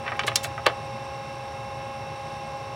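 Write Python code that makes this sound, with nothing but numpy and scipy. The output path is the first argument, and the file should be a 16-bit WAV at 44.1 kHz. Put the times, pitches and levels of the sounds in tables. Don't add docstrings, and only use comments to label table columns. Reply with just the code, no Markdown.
import sys
import numpy as np
from scipy import signal
from scipy.fft import rfft, irfft
from scipy.io import wavfile
from scipy.ndimage import uniform_filter1d

SR = 44100
rng = np.random.default_rng(int(sys.argv[2]) if len(sys.argv) > 2 else 0)


def store_pcm(level_fs):
    pcm = np.round(np.clip(level_fs, -1, 1) * 32767).astype(np.int16)
    wavfile.write(sys.argv[1], SR, np.atleast_2d(pcm).T)


def gain_from_db(level_db):
    decades = np.asarray(level_db, float) / 20
    return 10 ** decades


N = 121275

# frequency in Hz, level in dB per Hz.
AIR_SPECTRUM = [(25, -42), (60, -14), (130, -11.5), (460, -17.5), (800, -13.5), (5600, -35), (15200, -50.5),
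                (16000, -75)]
# centre in Hz, width in Hz, gain in dB.
DUCT_RESONANCES = [(83.6, 27.4, 9.5), (117.4, 16.8, 12), (145, 33, 9.5), (189.7, 14, -9), (225.4, 19.3, 9),
                   (277, 20, -12.5), (348, 13, 2), (700, 580, 4.5), (1070, 97, 7), (2132, 145, 8.5),
                   (2655, 310, 13.5), (3760, 360, 10), (5640, 380, 12), (9260, 300, 9)]
SHAFT_ORDERS = [15, 17, 24, 29, 30, 31, 35, 60, 74, 75, 76, 151, 153, 155, 156, 158, 254, 286]
SHAFT_ORDER_DB = [-42.5, -60.5, -59, -51.5, -50, -60, -58.5, -59, -75, -56, -72, -69, -65.5, -60.5, -70,
                  -83, -71, -82]
# frequency in Hz, rms dB per order.
CLATTER_SPECTRUM = [(400, -68), (2000, -78), (3700, -78), (5000, -78.5), (5700, -76.5), (6500, -93.5),
                    (8000, -87), (15000, -116)]
DRIVE_TONES_HZ = [413.5, 558.85, 14676.2, 14856.8, 15037.3, 15720]
DRIVE_TONES_DB = [-59, -52, -83, -85, -91, -101]
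GEAR_HARMONICS_DB = [-40.2, -57]
# frequency in Hz, level in dB, t60 in seconds.
CASE_MODES = [(338, 0.5, 0.12), (454.4, -14, 0.16), (600, 6, 0.071), (680, 7.5, .11), (795, -6, 0.33),
              (1117, -1.5, 0.03), (1260, 3, 0.04), (1515, -4.5, 0.051), (1744, -5.5, 0.045),
              (2265, 1.5, 0.036), (2610, -17, 0.14), (3000, -15, 0.092), (3450, -2, 0.034),
              (3620, -15, 0.11)]
# frequency in Hz, level in dB, t60 in seconds.
LATCH_MODES = [(4095, -7, 0.042), (4550, -5, 0.043), (5150, -9, 0.026), (5609, 3, .033), (6293, -21, 0.046),
               (7700, -5, 0.033), (8600, -17, 0.052), (9120, -17, 0.047), (10700, -3, 0.016),
               (13250, -15, .03), (14810, -16, .02)]
# start in seconds, level in dB, low edge in Hz, high edge in Hz,
# rattle decay in seconds.
PLATEN_KNOCKS = [(.0640, -32, 800, 2720, 0.0069), (0.0796, -24, 960, 2470, 0.00065),
                 (0.1198, -25, 600, 2050, 0.00084), (0.1939, -18.5, 980, 3000, .0015),
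                 (.1940, -31, 3000, 5600, 0.0042), (0.213, -32.5, 700, 2600, 0.0016),
                 (.2350, -28.5, 493, 3520, 0.0047), (.2440, -30.5, 480, 760, 0.0047),
                 (0.275, -27, 700, 4370, 0.0033), (0.28, -18, 505, 3300, 0.0032),
                 (.3170, -31, 500, 2500, 0.0014), (.3578, -14.5, 3740, 6800, .0035),
                 (.3580, -24, 7000, 13100, 0.0027), (.3585, -23.5, 1110, 3550, 0.0016),
                 (.4415, -31, 4000, 12000, 0.0013), (.4455, -26, 417, 3480, 0.005),
                 (0.5794, -29, 785, 1760, 0.001), (.6602, -24.5, 1000, 2600, 0.0051),
                 (0.6633, -26, 1200, 4060, .001), (.6657, -13, 890, 3720, 0.00075),
                 (.6674, -12.5, 526, 1200, 0.0016), (.6650, -28, 4000, 9800, .0015),
                 (.6690, -26.5, 310, 700, 0.0011), (.6990, -28, 415, 1810, 0.00086)]
# start in seconds, length in seconds, level in dB, low edge in Hz, high edge in Hz.
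PLATEN_SCRAPES = [
    (.2665, .022, -31, 800, 9500),
    (.431, .027, -34, 1200, 9500),
    (.459, .018, -50, 8000, 10500),
    (.058, .018, -36, 800, 2100),
    (.168, .006, -56, 7500, 12000),
]
# frequency in Hz, left minus right in dB.
PORT_TILT = [(60, -.1), (250, -.5), (600, -.2), (1300, -.8), (2500, -.5), (5000, -.3), (9000, .4),
             (14000, -.4)]
# frequency in Hz, side level in dB.
SIDE_SPECTRUM = [(30, -30), (90, -35), (180, -27), (350, -20), (700, -28), (2500, -21), (8000, -14),
                 (15000, -10)]


def unit(x):
    return x / np.sqrt(np.mean(x ** 2))


def slope(table, hz):
    table = np.array(table, float)
    return np.interp(np.log(hz + 1), np.log(table[:, 0]), table[:, 1])


def colour(x, db):
    hz = np.arange(len(x) // 2 + 1) * SR / len(x)
    return irfft(rfft(x) * gain_from_db(db(hz)), len(x))


def bell(low_hz, high_hz):
    return lambda hz: -10 * np.log10((1 + (low_hz / (hz + 1)) ** 6) * (1 + (hz / high_hz) ** 9))


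def walk(rate_hz):
    hold = int(SR / rate_hz)
    levels = np.repeat(rng.standard_normal(N // hold + 1), hold)
    return 0.98 * uniform_filter1d(uniform_filter1d(levels, hold), hold)[:N]


def tail(x, t60):
    t = np.arange(SR // 3) / SR
    echoes = rng.standard_normal(len(t)) * np.exp(-np.log(1000) * t / t60)
    return signal.fftconvolve(x, echoes / np.sqrt(np.sum(echoes ** 2)))[:N]


def room(hits):
    level_db, t60_s, dull_hz = -15, 0.23, 6000
    return colour(tail(hits, t60_s), lambda hz: level_db - 10 * np.log10(1 + (hz / dull_hz) ** 2))


def fan():
    level_db, flicker_db = -39, 0.68

    def duct_gain(hz):
        bumps = sum(db / (1 + (2 * (hz - centre) / width) ** 2) for centre, width, db in DUCT_RESONANCES)
        return slope(AIR_SPECTRUM, hz) + bumps

    noise = colour(rng.standard_normal(N), duct_gain)
    air = 0
    for centre in 40 * 2. ** np.arange(10):
        octave = lambda hz: 20 * np.log10(np.clip(1 - abs(np.log2((hz + 1) / centre)), 1e-6, 1))
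        air = air + colour(noise, octave) * gain_from_db(flicker_db * walk(9.2))
    return unit(air) * gain_from_db(level_db)


def squeak(t):
    turn_s, first_s, chirp_s = .1012, .039, .013
    centre_hz, width_hz, level_db = 8180, 330, -66.5
    turn = (t - first_s) / turn_s
    nearest = np.round(turn)
    strength = gain_from_db(1.5 * rng.standard_normal(40))[nearest.astype(int)]
    gate = np.exp(-.5 * ((turn - nearest) * turn_s / chirp_s) ** 2)
    gate = gate * strength * gain_from_db(2 * walk(150))
    resonance = lambda hz: -20 * np.log10(1 + (2 * (hz - centre_hz) / width_hz) ** 2)
    hiss = colour(rng.standard_normal(N), resonance)
    return unit(hiss) * gate * gain_from_db(level_db)


def flutter(rate_hz):
    return gain_from_db(1 * walk(rate_hz))


def sine(cycles, db):
    return np.sqrt(2) * gain_from_db(db) * flutter(12) * np.sin(2 * np.pi * (cycles + rng.random()))


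def clatter(turns, shaft_hz):
    scatter_db = 4.5
    orders = np.arange(8, 430)
    scatter = scatter_db * np.sqrt(3) * rng.uniform(-0.85, 1, len(orders))
    levels = gain_from_db(slope(CLATTER_SPECTRUM, orders * shaft_hz) + scatter)
    lines = np.zeros(8193, complex)
    lines[orders] = levels * np.exp(2j * np.pi * rng.random(len(orders)))
    lines[SHAFT_ORDERS] = 0
    one_turn = irfft(lines) * len(lines) * np.sqrt(2)
    return np.interp(turns % 1 * len(one_turn), np.arange(len(one_turn)), one_turn) * flutter(14)


def motor(t):
    shaft_hz, gear_hz, speed_wander = 36.124, 817.63, .00003
    turns = np.cumsum(shaft_hz * (1 + speed_wander * walk(1.7))) / SR
    out = clatter(turns, shaft_hz)
    out = out + sum(sine(k * turns, db) for k, db in zip(SHAFT_ORDERS, SHAFT_ORDER_DB))
    out = out + sum(sine((k + 1) * gear_hz * t, db) for k, db in enumerate(GEAR_HARMONICS_DB))
    return out + sum(sine(hz * t, db) for hz, db in zip(DRIVE_TONES_HZ, DRIVE_TONES_DB))


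def slide(t):
    level_db, end_s, fade_s = -49, 0.59, 0.069
    rub = unit(colour(rng.standard_normal(N), bell(250, 2500))) * gain_from_db(5.6 * walk(40.7))
    return rub * gain_from_db(level_db) * np.clip((end_s - t) / fade_s, 0, 1)


def case_ring(t):
    ring_db, scatter_db = -15, 3
    body_db, body_t60_s, treble_t60_s, split_hz = 3.5, 0.088, 0.013, 2450
    fade = lambda t60: np.exp(-np.log(1000) * t / t60)
    modes = CASE_MODES + LATCH_MODES
    gains = gain_from_db(ring_db + scatter_db * rng.standard_normal(len(modes)))
    gains = gains * rng.choice([-1, 1], len(modes))
    ring = 0
    for gain, (hz, db, t60) in zip(gains, modes):
        level = gain * gain_from_db(db) * np.sqrt(hz / t60) / 2500
        ring = ring + level * np.sin(2 * np.pi * hz * t) * fade(t60)
    noise = rng.standard_normal(len(t))
    low = colour(noise, lambda hz: -10 * np.log10(1 + (hz / split_hz) ** 4))
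    ring = ring + gain_from_db(body_db) * (low * fade(body_t60_s) + (noise - low) * fade(treble_t60_s)) / 20
    ring[0] = 1
    return ring


def strike(push, db, low_hz, high_hz):
    size = len(push)
    both = signal.fftconvolve(push, case_ring(np.arange(size) / SR))[:size]
    lumps = uniform_filter1d(abs(rfft(both)) ** 2, size=96, mode="mirror")
    both = irfft(rfft(both) / np.sqrt(lumps), size)
    out = colour(np.roll(both, 400), bell(low_hz, high_hz))
    peak = np.sqrt(np.max(uniform_filter1d(out ** 2, size=132)))
    return out / peak * gain_from_db(db)


def platen():
    size = 8192
    clicks_per_s, lift_s = 3400, 0.0033
    out = np.zeros(N + 2 * size)
    t = np.arange(size) / SR

    def place(start_s, hit):
        at = int(start_s * SR) + size - 400
        out[at:at + size] += hit

    for start_s, db, low_hz, high_hz, decay_s in PLATEN_KNOCKS:
        push = rng.standard_normal(size) * rng.random(size) ** 3 * np.exp(-t / decay_s)
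        push[0] = 2.35
        place(start_s, strike(push, db, low_hz, high_hz))
    for start_s, length_s, db, low_hz, high_hz in PLATEN_SCRAPES:
        clicks = (rng.random(size) < clicks_per_s / SR) + 0.12
        push = rng.standard_normal(size) * clicks * np.clip((length_s - t) / lift_s, 0, 1)
        place(start_s, strike(push, db, low_hz, high_hz))
    return out[size:size + N]


def scene():
    t = np.arange(N) / SR
    hits = platen()
    mid = fan() + squeak(t) + motor(t) + slide(t) + hits + room(hits)
    impulse = np.arange(N) == 0
    desk = rfft(tail(impulse, .012)).real
    reflected = irfft(1j * unit(desk) * rfft(mid), N)
    side = colour(reflected, lambda hz: slope(SIDE_SPECTRUM, hz))
    left = colour(mid, lambda hz: slope(PORT_TILT, hz) / 2) + side
    right = colour(mid, lambda hz: -slope(PORT_TILT, hz) / 2) - side
    return np.array([left, right])


def roll_off(x):
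    return signal.sosfilt(signal.butter(12, 16830, fs=SR, output="sos"), x)


def record(dry):
    top = np.array([colour(ch, lambda hz: -90 * (hz < 15760)) for ch in dry])
    loud = uniform_filter1d(top ** 2, size=1024) > gain_from_db(-73) ** 2
    mix = dry - top * ~loud
    return roll_off(mix)


dry = scene()
out = record(dry)
store_pcm(out)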